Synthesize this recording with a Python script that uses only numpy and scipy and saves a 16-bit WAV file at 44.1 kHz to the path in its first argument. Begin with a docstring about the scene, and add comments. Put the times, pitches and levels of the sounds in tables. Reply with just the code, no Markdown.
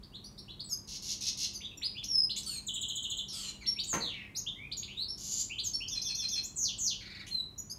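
"""Caged goldfinch under a glass roof

A goldfinch sings a few metres from the microphone in a tiled, glass-roofed room. The two sides
of its syrinx, alone or together, give chirps, two-voiced notes, slurred whistles, a trill and
buzzes. Something knocks once across the room, over a low rumble and a faint hum."""
import sys
import numpy as np
from scipy import signal
from scipy.fft import rfft, irfft
from scipy.io import wavfile
from scipy.ndimage import map_coordinates

SR = 44100
rng = np.random.default_rng(int(sys.argv[2]) if len(sys.argv) > 2 else 0)


def to_wav(s):
    """Save 16-bit WAV."""
    ch = np.atleast_2d(s).T  # columns
    pcm = np.round(np.clip(ch, -1, 1) * 32767)  # PCM
    wavfile.write(sys.argv[1], SR, pcm.astype(np.int16))


N = 343098


# radiation from the bill: frequency_hz, gain_db
BILL_RADIATION = [(1000, 1.5), (1800, -4), (3000, -3.5), (4500, -2), (5500, 0), (7000, 1), (8600, -6),
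                  (10500, 1.5), (12500, 4.5), (15500, -5)]

def finch():
    """The whole song close up, as it leaves the bill."""
    notes = trill(count=8) + churrs(count=5) + [(s, tumble()) for s in TUMBLE_STARTS]
    for syllable, table in ((chirp, CHIRP_NOTES), (pair, PAIR_NOTES), (slur, SLUR_NOTES),
                            (squawk, SQUAWK_NOTES), (twitter, TWITTER_CALLS), (buzz, BUZZ_NOTES)):
        notes += [(s, syllable(*row)) for s, *row in table]
    song = np.zeros(N)
    for s, sound in notes:
        add(song, s, sound)
    return coloured(song, BILL_RADIATION)


def membrane(hz, jitter):
    """A vibration with unsteady pitch, as of one side of the syrinx: a complex near sine."""
    unsteady_hz = hz * (1 + jitter * wander(len(hz), 700))
    return np.exp(2j * np.pi * np.cumsum(unsteady_hz) / SR)


def voice(wave, level_db, overtone_db, release_s=0.0048, third_db=-8, difference_db=-13):
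    """Airflow distorts the vibration: overtones, and sum and difference tones when both sides sound."""
    power = abs(wave) ** 2
    difference = gain_of(difference_db) * (power - power.mean())
    third = gain_of(third_db) * wave ** 3 / (1 + power.mean())
    distortion = wave ** 2 + difference + third
    t = np.arange(len(wave)) / SR
    attack_s = min(.012, 0.24 * t[-1])
    ramp = np.clip(np.minimum(t / attack_s, (t[-1] - t) / release_s), 0, 1)
    gate = np.sin(np.pi / 2 * ramp) ** 2
    return np.sqrt(2) * gate * gain_of(level_db) * (wave + gain_of(overtone_db) * distortion).real


# one-voiced chirps and pips: start_s, length_s, start_hz, end_hz, level_db, swell_db
CHIRP_NOTES = [ (.025, .015, 2930, 5190, -50, 17.5), (0.113, 0.047, 2500, 4520, -53.5, 34),
               (0.476, 0.038, 2440, 4156, -45.5, 7), (0.593, 0.017, 3230, 4710, -36, 0),
               (0.638, 0.039, 8220, 7830, -49, -11), (1.603, .02, 1780, 3830, -45, 13),
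               (1.633, 0.025, 2850, 3880, -36, 6.5), (1.71, 0.012, 2860, 2560, -44.5, 5),
               (1.812, 0.016, 1493, 4275, -40, 17), (1.824, 0.043, 3420, 4990, -32, -5.5),
               (1.937, 0.053, 2190, 3756, -45.5, 28), (2.025, 0.022, 1565, 6820, -40.5, 11.5),
               (2.231, 0.012, 5076, 5076, -21.5, 2), (2.292, .021, 2566, 4670, -32.5, 7),
               (2.432, 0.0052, 4630, 6760, -42.5, -16), (3.652, 0.017, 2180, 5100, -37.5, 19),
               (3.664, .029, 5486, 5512, -31, 11), (3.753, 0.044, 2005, 3310, -46, 20),
               (3.785, 0.024, 3150, 4760, -30.5, -2), (3.831, 0.02, 4800, 7740, -44.5, 0),
               (4.346, .04, 3340, 6670, -37.5, 0.5), (4.461, 0.026, 2680, 3717, -32.5, 2),
               (4.554, .11, 1970, 2490, -48.5, 8.5), (4.713, 0.016, 2940, 4800, -33.5, 5.5),
               (4.827, 0.0091, 1880, 5170, -35, 10), (5.08, 0.033, 5170, 5480, -36.5, -3),
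               (5.492, 0.053, 2192, 3140, -39, -1), (5.58, 0.024, 2660, 4660, -32.5, -1.5),
               (5.8, 0.0407, 2360, 3220, -38, -0.5), (6.419, 0.045, 4630, 7580, -42.5, 1.5)]

def chirp(length_s, start_hz, end_hz, db, swell_db, overtone_db=-25.5):
    """A quick glide whose pitch follows breath: an even chirp moves early, a strongly swelling one late."""
    u = progress(length_s)
    hz = glide(u, start_hz, end_hz, bend=1.5 * 2 ** (-swell_db / 23.5))
    jitter = min(.002 + .05 * abs(np.log(end_hz / start_hz)), .028)  # wide glides are the roughest
    level_db = db + swell_db * (u - .5) + 2 * wander(len(u), 253)
    pressed_db = 22 * min(np.log2(end_hz / 4850), .35)  # higher chirps are pressed harder
    return voice(membrane(hz, jitter), level_db, overtone_db + pressed_db, release_s=0.0027)


# two-voiced notes: start_s, length_s, upper_start_hz, upper_end_hz, lower_start_hz, lower_end_hz,
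# lower_relative_db, level_db, swell_db
PAIR_NOTES = [ (0.238, 0.037, 5660, 5890, 4140, 5080, 6.5, -55.5, -17),
              (0.375, .022, 4140, 5600, 3350, 4660, 3.5, -50, 6),
              (.686, 0.0504, 7500, 6350, 5930, 4924, 1.5, -43, 22.5),
              (1.529, 0.04, 7440, 6030, 5600, 4600, 2, -47, 15),
              (1.772, 0.014, 7300, 7200, 5600, 5750, 0, -49.5, -1),
              (4.766, 0.0245, 7770, 6550, 5580, 5600, -12, -39.5, 6),
              (5.629, 0.0497, 8640, 6340, 6560, 4930, -13, -37.5, 9),
              (5.732, 0.026, 5200, 5513, 4560, 4400, -4.5, -32, 4),
              (7.576, 0.022, 6470, 6870, 5910, 5910, -3.5, -42, 13),
              (7.695, 0.027, 5900, 6550, 4410, 5170, 6, -47, -3)]

def pair(length_s, start_hz, end_hz, low_start_hz, low_end_hz, low_db, db, swell_db,
         bend=2.56, overtone_db=-23):
    """Both sides of the syrinx glide at once; the lower is less steady and settles later."""
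    u = progress(length_s)
    upper = membrane(glide(u, start_hz, end_hz, bend), jitter=0.0048)
    lower = membrane(glide(u, low_start_hz, low_end_hz, 0.65 * bend), jitter=0.0091)
    wave = upper + gain_of(low_db) * lower
    return voice(wave, db + swell_db * (u - .5), overtone_db, difference_db=-18)


# slurred whistles: start_s, length_s, start_hz, end_hz, bend, level_db, swell_db, warble_depth_hz
SLUR_NOTES = [(2.078, .126, 5730, 5088, 1.6, -29.5, 12.5, 5), (3.863, 0.091, 8730, 6235, 2.1, -37, 5.5, 66),
              (4.0, 0.13, 4490, 2627, .85, -36.5, -9, 233),
              (4.116, 0.16, 2568, 2290, 1.56, -45.5, -6.5, 395.5),
              (4.873, .088, 2315, 3670, 1.1, -47.5, -11, 237), (4.963, 0.074, 3530, 4750, 0.77, -34, 3, 68),
              (7.303, 0.11, 4250, 3896, 1.02, -34, 3, 5)]

def slur(length_s, start_hz, end_hz, bend, db, swell_db, depth_hz):
    """A whistle that slides one way under an arch of loudness."""
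    u = progress(length_s)
    arch_db = -3 * (2 * u - 1) ** 2
    return whistle(glide(u, start_hz, end_hz, bend), db + swell_db * (u - .5) + arch_db, depth_hz)


def whistle(hz, db, depth_hz, warble_hz=211):
    """A long tone, pure or burred by a fast warble."""
    warble = membrane(np.full(len(hz), warble_hz), jitter=0.088).real
    tone = membrane(hz + depth_hz * warble, jitter=.0008)
    return voice(tone, db, overtone_db=-27.5, third_db=-5.5)


# a tumbling call, sung twice: start_s
TUMBLE_STARTS = [6.554, 6.777]
# its course: offset_s, pitch_hz, level_db, warble_depth_hz
TUMBLE_COURSE = [(0, 8620, -35.5, 398), (0.024, 6580, -39, 500), (0.059, 6500, -34.5, 462),
                 (0.094, 5720, -31, 435), (.101, 4490, -27.5, 149), (.117, 4070, -41, 150),
                 (0.136, 3280, -33.5, 233), (0.164, 2825, -45, 280)]

def tumble():
    """A burred whistle that falls in steps, from the high side of the syrinx to the low."""
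    offset_s, *columns = np.transpose(TUMBLE_COURSE)
    t = np.arange(0, offset_s[-1], 1 / SR)
    hz, db, depth_hz = (np.interp(t, offset_s, column) for column in columns)
    return whistle(hz, db, depth_hz)


# harsh buzzes: start_s, length_s, sweep_rate_hz, throat_hz, throat_rise_hz, final_level_db, swell_db
BUZZ_NOTES = [(0.873, 0.091, 62, 5250, -150, -39, 9.5), (1.021, 0.11, 85, 5315, -47, -32.5, 13.5),
              (1.207, 0.084, 67, 5047, -4, -31.5, 8), (1.372, 0.088, 69, 5157, -100, -31, 9.5),
              (5.172, 0.25, 115, 5690, 598, -35, 11)]
# the throat's response: multiple_of_resonance, gain_db
THROAT_RESPONSE = [(.3, -33.5), (.5, -1.5), (.72, 3), (.9, 1.5), (1.1, 12), (1.3, -9.5), (1.5, -8.5),
                   (2, -14.5), (2.4, -24), (2.8, -24)]

def buzz(length_s, rate_hz, throat_hz, rise_hz, db, swell_db):
    """A raw tone swings up and down in pitch, sweeping its harmonics through the throat resonance."""
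    u = progress(length_s)
    swing = (1 + membrane(np.full(len(u), rate_hz), jitter=.1).imag) / 2
    top_hz = throat_hz / 2.32
    hz = top_hz * (1 - .42 * (1 - swing))
    tone = membrane(hz, jitter=.022)
    resonance_hz = (throat_hz + rise_hz * u) * (1 + 0.23 * (swing - .75))  # the throat follows the pitch
    treble_db = 6 * (.6 - u)  # the high harmonics fade as the note fills out
    wave = np.zeros(len(u))
    for k in range(1, 8):
        throat_db = np.interp(k * hz / resonance_hz, *np.transpose(THROAT_RESPONSE))
        wave += gain_of(throat_db + treble_db * (k > 3)) * (tone ** k).real
    pressure = gain_of(9 * swing + 2 * wander(len(u), 90))
    envelope = gain_of(db + swell_db * (u - 1)) * signal.windows.tukey(len(u), .05)
    return envelope * unit_rms(wave * pressure)


# hoarse notes: start_s, length_s, upper_start_hz, upper_end_hz, lower_start_hz, lower_end_hz,
# lower_relative_db, level_db, swell_db, rasp_0_to_1, overtone_db
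SQUAWK_NOTES = [(2.357, .04, 6000, 8940, 3100, 4540, 1.5, -39.5, -5, 0.82, -26.5),
                (2.456, 0.13, 4600, 4123, 3380, 2270, -13.5, -40, -8, 0.25, -3),
                (3.278, 0.075, 5700, 5110, 4590, 3620, -4.5, -44.5, -7, 0.6, -23),
                (3.321, 0.19, 4866, 4060, 3544, 2818, -1.5, -45, -1.5, .52, -8),
                (3.604, 0.047, 4800, 3950, 2473, 1950, 4.5, -53, 1, .2, -21.5),
                (7.262, 0.042, 5600, 7740, 2595, 3850, 9.5, -59, -19, 1, -16.5)]

def squawk(length_s, start_hz, end_hz, low_start_hz, low_end_hz, low_db, db, swell_db,
           rasp, overtone_db, flutter_hz=528):
    """The membranes slap unevenly, which spreads rough sidebands around both voices."""
    u = progress(length_s)
    upper = membrane(glide(u, start_hz, end_hz, bend=1.3), jitter=.028 * rasp)
    lower = membrane(glide(u, low_start_hz, low_end_hz, bend=1.3), jitter=0.07 * rasp)
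    slap = membrane(np.full(len(u), flutter_hz), jitter=.14)
    chop = unit_rms(1 + rasp * (slap + .5 * slap ** 2).real)
    return chop * voice(upper + gain_of(low_db) * lower, db + swell_db * (u - .5), overtone_db,
                        release_s=.012, third_db=-15, difference_db=-18)


# a run of three-note twitters: start_s, level_db, nasal_pitch_hz
TWITTER_CALLS = [(5.877, -35.5, 4050), (6.014, -33.5, 4180), (6.146, -34, 4104), (6.281, -32, 4124)]

def twitter(db, nasal_hz):
    """An upward flick, a two-voiced fall, then a nasal note."""
    flick = chirp(length_s=.013, start_hz=3810, end_hz=6610, db=db, swell_db=0, overtone_db=-32.5)
    fall = pair(length_s=.041, start_hz=6620, end_hz=4970, low_start_hz=3660, low_end_hz=3180,
                low_db=-3, db=db - 4, swell_db=9, bend=0.8, overtone_db=-26)
    nasal = squawk(length_s=0.0403, start_hz=1.06 * nasal_hz, end_hz=nasal_hz,
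                   low_start_hz=.655 * nasal_hz, low_end_hz=.6 * nasal_hz, low_db=-14.5,
                   db=db, swell_db=8.5, rasp=0.31, overtone_db=-23, flutter_hz=848)
    out = np.zeros(SR // 5)
    for offset_s, note in ((0, flick), (.025, fall), (.069, nasal)):
        add(out, offset_s, note)
    return out


def trill(count, start_s=2.665, period_s=.0717):
    """Strokes at a steady beat, as (start_s, sound)."""
    return [(start_s + k * period_s, trill_stroke()) for k in range(count)]


def trill_stroke():
    """A high flick from one side, answered at once by a lower, hollow one from the other."""
    out, u = np.zeros(SR // 20), progress(0.0236)
    high_drift, low_drift, effort = rng.standard_normal(3)  # no two strokes quite alike
    tune = 1 + .012 * high_drift
    add(out, 0, chirp(length_s=.013, start_hz=8500 * tune, end_hz=6600 * tune,
                      db=-38.5 + 1.3 * effort, swell_db=-4, overtone_db=-28))
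    answer = membrane((1 + 0.0087 * low_drift) * glide(u, 4170, 2984, bend=1.56), jitter=0.026)
    add(out, .013, voice(answer, level_db=-32 + 4 * (u - .5), overtone_db=-32, third_db=5))
    return out


def churrs(count, start_s=7.004, period_s=.0465):
    """Churrs at a steady beat, each a little louder, as (start_s, sound)."""
    return [(start_s + k * period_s, churr(db=-47 + 0.7 * k)) for k in range(count)]


def churr(db):
    """A low falling note in two voices, chopped into a rasp by a flutter."""
    u = progress(.034)
    fall = 1 - 0.29 * u
    upper = membrane(4900 * fall, jitter=0.018)
    lower = membrane(2500 * fall, jitter=0.046)
    flutter = 1 + 0.51 * membrane(620 * fall, jitter=0.037).real
    return flutter * voice(upper + gain_of(-0.5) * lower, db - 6 * u, overtone_db=-29)


# one knock and its rattle, across the room: start_s, level_db
KNOCK_HITS = [(3.929, -40), (3.939, -31.5), (3.956, -43.5)]
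# the noise of each hit: frequency_hz, gain_db
KNOCK_SPECTRUM = [(50, -33), (110, -9), (300, -1), (550, -3.5), (850, 1.5), (1110, 2), (1500, -3),
                  (2400, -5.5), (3500, -15), (7000, -21.5), (13000, -25.5), (16000, -30)]
# modes rung by the loudest hit: pitch_hz, level_db, t60_s
KNOCK_RINGING = [(167, -58, 0.38), (305, -49, 0.28), (890, -67, 0.24), (1130, -64, 0.76), (1436, -56, 0.22)]

def knock(puff_t60_s=0.047):
    """A dull blow with a short rattle: puffs of noise and a few ringing modes."""
    out, t = np.zeros(N), np.arange(SR // 2) / SR
    for s, db in KNOCK_HITS:
        puff = unit_rms(coloured(rng.standard_normal(len(t)), KNOCK_SPECTRUM))
        add(out, s, gain_of(db - 60 * t / puff_t60_s) * puff)
    blow_s = KNOCK_HITS[1][0]
    for hz, db, t60_s in KNOCK_RINGING:
        add(out, blow_s, gain_of(db - 60 * t / t60_s) * np.sin(2 * np.pi * hz * t))
    return out


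# reflections reaching the microphone off table, wall, glass, floor and roof: delay_s, relative_db
REFLECTIONS = [(.0023, -15.5), (.0051, -8.5), (.0087, -16.5), (0.012, -6), (0.018, -8.5)]
# decay of the tiled room: frequency_hz, t60_s
ROOM_DECAY = [(200, 0.55), (1000, 0.38), (3000, 0.4), (5000, 0.33), (8000, 0.31), (14000, 0.2)]

def room(x, direct_db, wet_db):
    """The way to the microphone: direct sound, reflections from hard surfaces and a diffuse tail."""
    taps = np.zeros(SR)
    slots = np.arange(200, SR - 20, 20)  # one echo of random sign in every 20 samples
    taps[slots + rng.integers(0, 20, len(slots))] = rng.choice([-1., 1.], len(slots))
    hz, t, bands = signal.stft(taps, SR, nperseg=256)
    decay = gain_of(-60 * t / value_at(ROOM_DECAY, hz)[:, None])
    _, tail = signal.istft(bands * decay, SR, nperseg=256)
    response = gain_of(wet_db) * tail / np.linalg.norm(tail)
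    for delay_s, db in [(0.00052, 0)] + REFLECTIONS:
        add(response, delay_s, gain_of([direct_db + db]))
    return signal.fftconvolve(x, response)[:N]


# room tone at the microphone: frequency_hz, gain_db
RUMBLE_SPECTRUM = [(20, -51), (38, 5), (110, 0), (160, -1.5), (250, -5), (370, -8.5), (500, -16.5),
                   (900, -19.5), (1090, -18), (1350, -25), (3000, -31), (8000, -36), (12000, -37.5),
                   (15500, -41)]

def rumble(level_db=-55.5):
    """The room's low rumble and hiss, swelling a little."""
    swell = gain_of(level_db + 0.27 * wander(N, 5))
    return swell * unit_rms(coloured(rng.standard_normal(N), RUMBLE_SPECTRUM))


# faint hum in the background: pitch_hz, level_db
HUM_TONES = [(102.3, -64.5), (140, -69), (199.2, -64)]

def hum():
    """Three low tones, each wavering in level and pitch."""
    out = np.zeros(N)
    for hz, db in HUM_TONES:
        level = gain_of(db + 2 * wander(N, 2.61))
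        wavering_hz = hz + 1.235 * wander(N, 4.8)
        out += level * unit_rms(np.sin(2 * np.pi * np.cumsum(wavering_hz) / SR))
    return out


def glide(u, start_hz, end_hz, bend):
    """Pitch moves to its goal: straight for a bend of 1, early for more, late for less."""
    return end_hz + (start_hz - end_hz) * (1 - u) ** max(bend, .1)


def progress(length_s):
    """Runs from 0 to 1 over a note."""
    return np.linspace(0, 1, max(round(length_s * SR), 64))


def wander(n, rate_hz):
    """Smooth random drift of about unit size."""
    at = np.arange(n) * rate_hz / SR
    return map_coordinates(rng.standard_normal(1024), [at], order=3, mode="wrap")


def gain_of(db):
    """Decibels to amplitude."""
    return 10 ** (np.asarray(db) / 20)


def unit_rms(x):
    """Scales to rms 1."""
    return x / np.sqrt(np.mean(x ** 2) + 1e-20)


def value_at(points, hz):
    """Reads a table on a log-frequency axis."""
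    table_hz, value = np.transpose(points)
    return np.interp(np.log(hz + 1), np.log(table_hz + 1), value)


def coloured(x, spectrum):
    """Filters by a table of frequency_hz, gain_db."""
    hz = np.fft.rfftfreq(len(x), 1 / SR)
    return irfft(rfft(x) * gain_of(value_at(spectrum, hz)), len(x))


def add(mix, start_s, sound):
    """Mixes a sound in at start_s."""
    part = mix[max(round(start_s * SR), 0):][:len(sound)]
    part += sound[:len(part)]


def scene():
    """One microphone: the bird a few metres off, the knock across the room, rumble and hum behind."""
    bird = room(finch(), direct_db=-2.5, wet_db=-2.5)
    far_knock = room(knock(), direct_db=2, wet_db=3.5)
    return (bird + far_knock + rumble() + hum())[None]


def record(dry):
    """The recorder's band limit takes off the highest treble."""
    cutoff_hz = 15780
    lowpass = signal.firwin(511, cutoff_hz, window=("kaiser", 9), fs=SR)
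    return signal.oaconvolve(dry, lowpass[None], "same")


dry = scene()
out = record(dry)
to_wav(out)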